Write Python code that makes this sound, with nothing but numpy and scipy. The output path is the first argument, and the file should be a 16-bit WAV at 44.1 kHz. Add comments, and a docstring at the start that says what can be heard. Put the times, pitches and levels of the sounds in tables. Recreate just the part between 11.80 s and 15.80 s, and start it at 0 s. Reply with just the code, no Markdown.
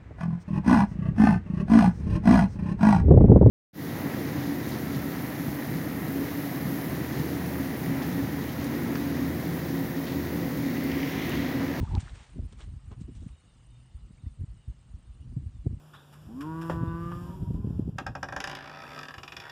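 """On a grassy lake bank, a sling's cord whirs as it stirs the air, then snaps free of its stone.
The thrower's clothes rustle, the loose cord ticks and feet crunch the dry grass.
Wind rumbles and thumps on the microphone throughout. Far off, water and trees hiss softly,
insects buzz, a faint hum hangs in the air, a bird whistles and the water plips twice."""
import sys
import numpy as np
from scipy import signal
from scipy.fft import rfft, irfft
from scipy.io import wavfile
from scipy.ndimage import uniform_filter1d

SR = 44100
rng = np.random.default_rng(int(sys.argv[2]) if len(sys.argv) > 2 else 0)


def store_wav(level_fs):
    """Save 16-bit WAV to argv[1]."""
    pcm = np.round(np.clip(np.atleast_2d(level_fs), -1, 1) * 32767)
    wavfile.write(sys.argv[1], SR, pcm.T.astype(np.int16))


N = 176400

# A LOUDNESS table follows a sound through time; a TONE table weighs its low and high parts.
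# Wind between the thumps: t/s, level/dB
WIND_LOUDNESS = [(0, -21.5), (.045, -38), (.07, -41.5), (.12, -33.5), (.19, -41.5), (.22, -47.5),
                 (.36, -48.5), (.48, -57.5), (.56, -44), (.66, -42.5), (.78, -50), (.9, -44), (1.04, -50.5),
                 (1.2, -42.5), (1.5, -48), (1.6, -56), (2.1, -54), (2.4, -50), (2.55, -51), (2.7, -51),
                 (2.8, -54.5), (3.1, -49.5), (3.36, -54), (3.53, -41), (3.59, -31.5), (3.64, -44),
                 (3.72, -48), (3.84, -47.5), (3.93, -37.5), (4, -46)]
# Wind rumble: f/Hz, level/dB
WIND_TONE = [(12, -34.5), (20, -16), (48, 7), (77, -2), (117, -3), (259, -22.5), (344, -34), (381, -41.5),
             (600, -54.5), (780, -64), (1320, -120)]
# Brightening added when the wind is strong: f/Hz, level/dB
STRONG_WIND_TONE = [(100, -3), (400, 7)]
# Far water and trees: f/Hz, level/dB
WASH_TONE = [(120, -34), (200, -9), (508, -13), (759, -14.5), (1270, -14), (1380, -18), (2570, -20),
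             (2880, -18.5), (3330, -22.5), (4590, -23.5), (5750, -29), (8590, -23), (9310, -18.5),
             (12100, -62), (20500, -120)]
# Insect buzz: t/s, level/dB
INSECT_LOUDNESS = [(0, -90.5), (1.0, -86.5), (1.3, -82.5), (2.1, -81), (2.3, -88), (2.7, -93.5),
                   (2.82, -76), (3.05, -87), (3.3, -84), (3.6, -86.5), (4, -89)]
# Whir of the swinging cord: t/s, level/dB, f/Hz
CORD_WHIR = [(0, -55, 1010), (.02, -59.5, 980), (.035, -56, 900), (.05, -49.5, 936), (.065, -58, 890),
             (.078, -52, 1240), (.095, -51, 990), (.108, -47, 894), (.13, -54.5, 850), (.152, -44, 955),
             (.17, -44, 800), (.19, -63, 730), (.21, -65, 700)]
# Clothes moving with the throw: t/s, level/dB
RUSTLE_LOUDNESS = [(0, -60.5), (.05, -59.5), (.15, -59.5), (.24, -57.5), (.3, -58.5), (.335, -63.5),
                   (.36, -60), (.42, -58), (.5, -66), (.6, -72.5), (.7, -70), (.9, -74), (1.0, -85),
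                   (1.5, -76.5), (1.7, -100)]
# Rubbing cloth: f/Hz, level/dB
RUSTLE_TONE = [(240, -27.5), (400, -5.5), (881, 1), (1260, -5), (1490, -1), (4010, -7), (4820, -12),
               (8720, -12.5), (9310, -24), (12100, -67), (20500, -120)]
# Puffs of wind hitting the microphone: t/s, level/dB, f/Hz, sharp edge's level/dB
WIND_THUMPS = [(0.015, -19.5, 93.5, -29), (0.033, -19.5, 112.3, -28.5), (0.06, -31.5, 75, -70),
               (0.121, -21.5, 73, -45.0), (0.138, -20.5, 94, -35.5), (0.154, -22.5, 74, -32.5),
               (0.179, -15, 89.6, -29.5), (0.233, -34.5, 147.0, -59), (0.265, -38.5, 132, -48),
               (0.337, -37.5, 87, -63), (0.567, -31, 162, -38), (0.59, -38, 197, -31),
               (0.6, -24, 75.6, -41), (0.628, -41, 72, -66), (0.658, -30, 76, -49),
               (0.881, -33.5, 95.5, -49.5), (0.893, -34.0, 63, -56), (0.928, -37, 71, -68),
               (0.943, -36.5, 116, -52), (0.97, -31.5, 87.0, -67), (1.082, -32.5, 89, -54),
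               (1.119, -36, 122, -46), (1.216, -29.5, 167, -41.5), (1.251, -33, 59.0, -57),
               (1.292, -35.5, 112, -39.5), (1.306, -34, 82.0, -60), (1.355, -37.5, 66.5, -65),
               (1.372, -33.5, 59, -66), (1.408, -33.5, 94.0, -64), (1.431, -40.5, 105.0, -42),
               (1.466, -30.5, 161, -40.0), (1.507, -35.5, 68, -67), (1.536, -40, 77.0, -60),
               (2.154, -31.0, 68.4, -59), (2.233, -52, 69, -71), (2.309, -41.5, 197, -57),
               (2.441, -33.5, 105, -52), (2.471, -26, 78.5, -41.5), (2.598, -30.5, 88, -50),
               (2.617, -24, 87, -42.5), (2.64, -27, 130.5, -46), (2.687, -37.0, 81, -67),
               (2.708, -35.0, 65.0, -67.0), (2.885, -27, 89.6, -58.5), (2.901, -27.5, 70.0, -54),
               (3.146, -32, 81, -68), (3.304, -35, 61.6, -74), (3.407, -36.5, 68, -71),
               (3.497, -34, 80.6, -58), (3.525, -39.5, 87.5, -46.5), (3.571, -21.0, 149, -38),
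               (3.608, -32, 77.5, -59.5), (3.652, -37.0, 66, -62), (3.668, -26.5, 91, -52.0),
               (3.771, -41, 80, -58.5), (3.797, -34, 63.0, -63), (3.849, -41, 134, -53),
               (3.869, -16.5, 122, -26), (3.9, -29, 68.4, -63), (3.913, -28, 96.0, -44),
               (3.933, -26.5, 97, -38.5)]
# Sharp edge of a thump: f/Hz, level/dB
EDGE_TONE = [(120, -15), (220, 10.5), (350, 1.5), (500, -16), (700, -25), (1000, -43.5), (1500, -63)]
# The cord snapping free: t/s, level/dB, f/Hz
CORD_SNAPS = [(0.1518, -25.5, 4040)]
# Ticks of loose cord and breaking stalks, and a low knock of wind at 0.592 s: t/s, level/dB, f/Hz
TICKS_AND_KNOCK = [(.171, -42.5, 1230), (.182, -41.5, 2410), (0.263, -47, 1790), (0.275, -44.5, 1270),
                   (0.2818, -40.5, 1580), (.296, -46, 3670), (0.297, -48, 1600), (0.358, -57, 1500),
                   (.592, -44, 584), (0.726, -50, 3400), (0.727, -50, 7450), (.731, -51.5, 417),
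                   (0.806, -49, 1270), (0.813, -42, 3200), (0.8227, -46, 3500), (1.123, -53, 1040),
                   (1.49, -55, 2500)]
# Grass crushed underfoot: loudest moment t/s, length/s, level/dB, treble tilt/(dB per octave)
GRASS_CRUNCHES = [(0.208, 0.031, -51.5, 3.5), (0.266, .015, -60.5, -0.5), (0.29, 0.012, -63, -1),
                  (0.358, 0.047, -57.5, 0.5), (0.728, 0.016, -57, 1.5), (0.809, 0.08, -55.5, 0),
                  (1.122, 0.048, -52, -4), (1.212, .04, -64.5, 4.5), (1.362, 0.06, -65.5, 4),
                  (1.429, 0.11, -70, 4), (1.487, 0.044, -68.5, 2), (1.9, 0.018, -76, -8)]
# Dry grass: f/Hz, level/dB
CRUNCH_TONE = [(180, -38), (300, 6.5), (533, -4), (1180, -3), (2910, -9), (3210, -7), (5020, -15),
               (8660, -13), (9310, -19), (12100, -64), (20500, -120)]
# Bird notes: start t/s, length/s, level/dB, first f/Hz, target f/Hz
BIRD_NOTES = [(1.37, .12, -78, 3780, 3820), (1.52, .14, -76, 3830, 3720), (1.665, .19, -77, 3850, 3520),
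              (1.895, .16, -76, 3690, 3640), (2.08, .17, -79, 3720, 3520), (2.385, .2, -78, 3840, 3530),
              (2.83, .11, -80, 3840, 3480), (3.25, .15, -79, 3750, 3490), (3.73, .15, -80, 3740, 3410)]
# Water plips: start t/s, level/dB, first f/Hz
WATER_PLIPS = [(2.376, -60.5, 2130), (2.458, -60.5, 1850)]

TIME = np.arange(N) / SR


def amp(db):
    """Turns decibels into a number to multiply by."""
    return 10 ** (np.asarray(db, float) / 20)


def evened(x):
    """Scales a signal to an average strength (rms) of 1."""
    return x / np.sqrt(np.mean(x ** 2) + 1e-20)


def tone_db(tone, hz):
    """Looks up a tone table's level at any frequency."""
    f, level = np.transpose(tone)
    return np.interp(np.log(hz + 1), np.log(f + 1), level)


def follow(rows, column=1):
    """Joins a time table's points with straight lines."""
    rows = np.asarray(rows, float)
    return np.interp(TIME, rows[:, 0], rows[:, column])


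def add(mix, start_s, sound):
    """Mixes a sound in, cutting off what does not fit."""
    at = round(start_s * SR)
    part = mix[max(at, 0):][:len(sound) + min(at, 0)]
    part += sound[max(-at, 0):][:len(part)]


def shaped(x, tone, tilt_db=0):
    """Shapes a sound by a tone table, tilted around 2 kHz."""
    hz = np.fft.rfftfreq(len(x), 1 / SR)
    gain = amp(tone_db(tone, hz) + tilt_db * np.log2((hz + 1) / 2000))
    return evened(irfft(rfft(x) * gain, len(x)))


def drift(seconds):
    """A smooth random wobble; more seconds make it slower."""
    width = max(int(seconds * SR), 2)
    return evened(uniform_filter1d(uniform_filter1d(rng.standard_normal(N), width), width))


def fuzzy_note(hz, width_hz):
    """Noise narrowed to a band around a steady or moving pitch."""
    turn = np.exp(2j * np.pi * np.cumsum(hz * np.ones(N)) / SR)
    stage = [1, -np.exp(-np.pi * width_hz / SR)]
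    slow_noise = signal.lfilter([1], np.convolve(stage, stage), rng.standard_normal(N) / turn)
    return evened((turn * slow_noise).real)


def crackle(count, per_s, spread_db, hiss):
    """Scattered clicks of uneven size over some hiss."""
    chance, size, side = rng.random((count, 3)).T
    clicks = (chance < per_s / SR) * amp(-spread_db * np.log(size + .03)) * np.sign(side - .5)
    return evened(clicks) + hiss * rng.standard_normal(count)


def wind_rumble():
    """Wind on the microphone rumbles unevenly, brighter in its strong moments."""
    strength, noise = drift(.02), rng.standard_normal(N)
    soft = WIND_TONE + [(1400, -120)]
    bright = [(hz, db + tone_db(STRONG_WIND_TONE, hz)) for hz, db in soft]
    blend = 1 / (1 + np.exp(-2 * strength))
    rumble = (1 - blend) * shaped(noise, soft) + blend * shaped(noise, bright)
    return amp(follow(WIND_LOUDNESS) + 2.5 * strength) * rumble


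def water_and_trees():
    """Far water and trees blur into a patchy hiss that fades slightly."""
    frames, hz = N // 128 + 5, np.fft.rfftfreq(512, 1 / SR)
    real, imag, patches = rng.standard_normal((frames, 257, 3)).T
    patches = evened(uniform_filter1d(uniform_filter1d(patches, 3, 0), 5, 1))  # blur in pitch and time
    steady_db = tone_db(WASH_TONE, hz) - 40 * (hz < 150)
    flicker_db = (1.45 + 3.5 * hz[:, None] / 9000) * patches  # the treble flickers most
    spectrum = (real + 1j * imag) * amp(steady_db[:, None] + flicker_db)
    wash = signal.istft(spectrum, nperseg=512, noverlap=384)[1][:N]
    return amp(-69 - .5 * (TIME - 1.5)) * evened(wash)


def hum():
    """A faint low hum swells once, halfway through."""
    swell_db = 8 * np.exp(-((TIME - 2.02) / .24) ** 2)
    return amp(-66 + swell_db) * fuzzy_note(hz=122.9, width_hz=8)


def insects():
    """Insects make a high, wavering buzz that throbs 45 times a second."""
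    throb = 1 + .2 * np.sin(2 * np.pi * 45 * TIME)
    loudness = amp(follow(INSECT_LOUDNESS) + 2.4 * drift(.03))
    return loudness * throb * fuzzy_note(hz=2900, width_hz=220)


def cord_whir():
    """The swinging cord sheds little swirls of air, heard as a fuzzy whistle."""
    swinging = TIME < CORD_WHIR[-1][0]
    return amp(follow(CORD_WHIR)) * swinging * fuzzy_note(follow(CORD_WHIR, column=2), width_hz=170)


def clothes_rustle():
    """Rubbing cloth makes a hiss full of tiny clicks."""
    loudness = amp(follow(RUSTLE_LOUDNESS) + 1.1 * drift(.0049))
    return loudness * shaped(crackle(N, per_s=2000, spread_db=3.5, hiss=2.6), RUSTLE_TONE)


def wind_thumps():
    """Each puff hits the microphone with a low, sagging thump and a sharp edge of noise."""
    out, t = np.zeros(N), np.arange(-2048, 2048) / SR
    lead_cycles, rise_cycles, fall_cycles, sag = .18, .3, .77, .33
    edge_lead_s, edge_width_s = .0018, .005
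    for s, db, hz, edge_db in WIND_THUMPS:
        cycles = t * hz + lead_cycles
        swell = np.exp(-.5 * (cycles / np.where(cycles < 0, rise_cycles, fall_cycles)) ** 2)
        lag = .5 * sag * cycles * abs(np.tanh(cycles))
        thump = swell * np.cos(2 * np.pi * (cycles - lag + rng.random()))
        burst = np.exp(-.5 * ((t + edge_lead_s) / edge_width_s) ** 2)
        edge = burst * shaped(rng.standard_normal(len(t)), EDGE_TONE)
        add(out, s + t[0], amp(db) * thump + amp(edge_db) * edge / abs(edge).max())
    return out


def cord_snap():
    """The cord snaps free with a high ring that dies almost at once."""
    out, t = np.zeros(N), np.arange(600) / SR
    ring_s = .0016  # time to fade by 60 dB
    for s, db, hz in CORD_SNAPS:
        add(out, s, -amp(db - 60 * t / ring_s) * np.sin(2 * np.pi * hz * t))
    return out


def ticks_and_knock():
    """Loose cord and breaking stalks tick, and wind knocks the microphone once; each rings briefly."""
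    out, t = np.zeros(N), np.arange(-4096, 4096) / SR
    for s, db, hz in TICKS_AND_KNOCK:
        swell = np.exp(-.5 * (t * hz) ** 2)
        add(out, s + t[0], amp(db) * swell * np.sin(2 * np.pi * (hz * t + rng.random())))
    return out


def grass_crunches():
    """Feet crush dry stalks in clumps of clicks that rise faster than they fade."""
    out, t = np.zeros(N), np.arange(-4096, 4096) / SR
    for s, length, db, tilt_db in GRASS_CRUNCHES:
        swell = np.exp(-.5 * (t / length / np.where(t < 0, .22, .33)) ** 2)
        stalks = crackle(len(t), per_s=700, spread_db=2, hiss=.77)
        add(out, s + t[0], amp(db) * swell * shaped(stalks, CRUNCH_TONE, tilt_db))
    return out


def bird():
    """A far bird whistles thin, fluttering notes; most slide down and settle."""
    out, glide_s = np.zeros(N), .045
    waver_hz, flutter_db = 18 * drift(.0029), 2.6 * drift(.006)
    for s, length, db, first_hz, target_hz in BIRD_NOTES:
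        t, at = np.arange(0, length, 1 / SR), round(s * SR)
        hz = target_hz + (first_hz - target_hz) * np.exp(-t / glide_s) + waver_hz[at:at + len(t)]
        swell = np.sin(np.pi * (t / length) ** .45)
        add(out, s, amp(db) * swell * np.sin(2 * np.pi * np.cumsum(hz) / SR))
    return out * amp(flutter_db)


def water_plips():
    """The water plips in short notes that rise in pitch."""
    out, plip_s = np.zeros(N), .008
    age = np.arange(2000) / SR / plip_s
    swell = np.e * age * np.exp(-2 * age)
    for s, db, first_hz in WATER_PLIPS:
        hz = first_hz * (1 + .1 * age)
        add(out, s, amp(db) * swell * np.sin(2 * np.pi * np.cumsum(hz) / SR))
    return out


def scene():
    """Adds all the sounds into one channel."""
    wind = wind_rumble() + wind_thumps()
    background = water_and_trees() + hum() + insects()
    nearby = cord_whir() + clothes_rustle() + cord_snap() + ticks_and_knock() + grass_crunches()
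    return (wind + background + nearby + bird() + water_plips())[None]


def record(dry):
    """The microphone loses the deepest bass and highest treble; its electronics add a faint hiss."""
    low_hz, high_hz = 35.2, 9230
    bass_cut = signal.butter(2, low_hz, "high", fs=SR, output="sos")
    treble_cut = signal.firwin(1023, high_hz, window=("kaiser", 9), fs=SR)
    out = signal.oaconvolve(signal.sosfilt(bass_cut, dry), treble_cut[None], "same")
    return out + amp(-102) * rng.standard_normal(out.shape)


dry = scene()
out = record(dry)
store_wav(out)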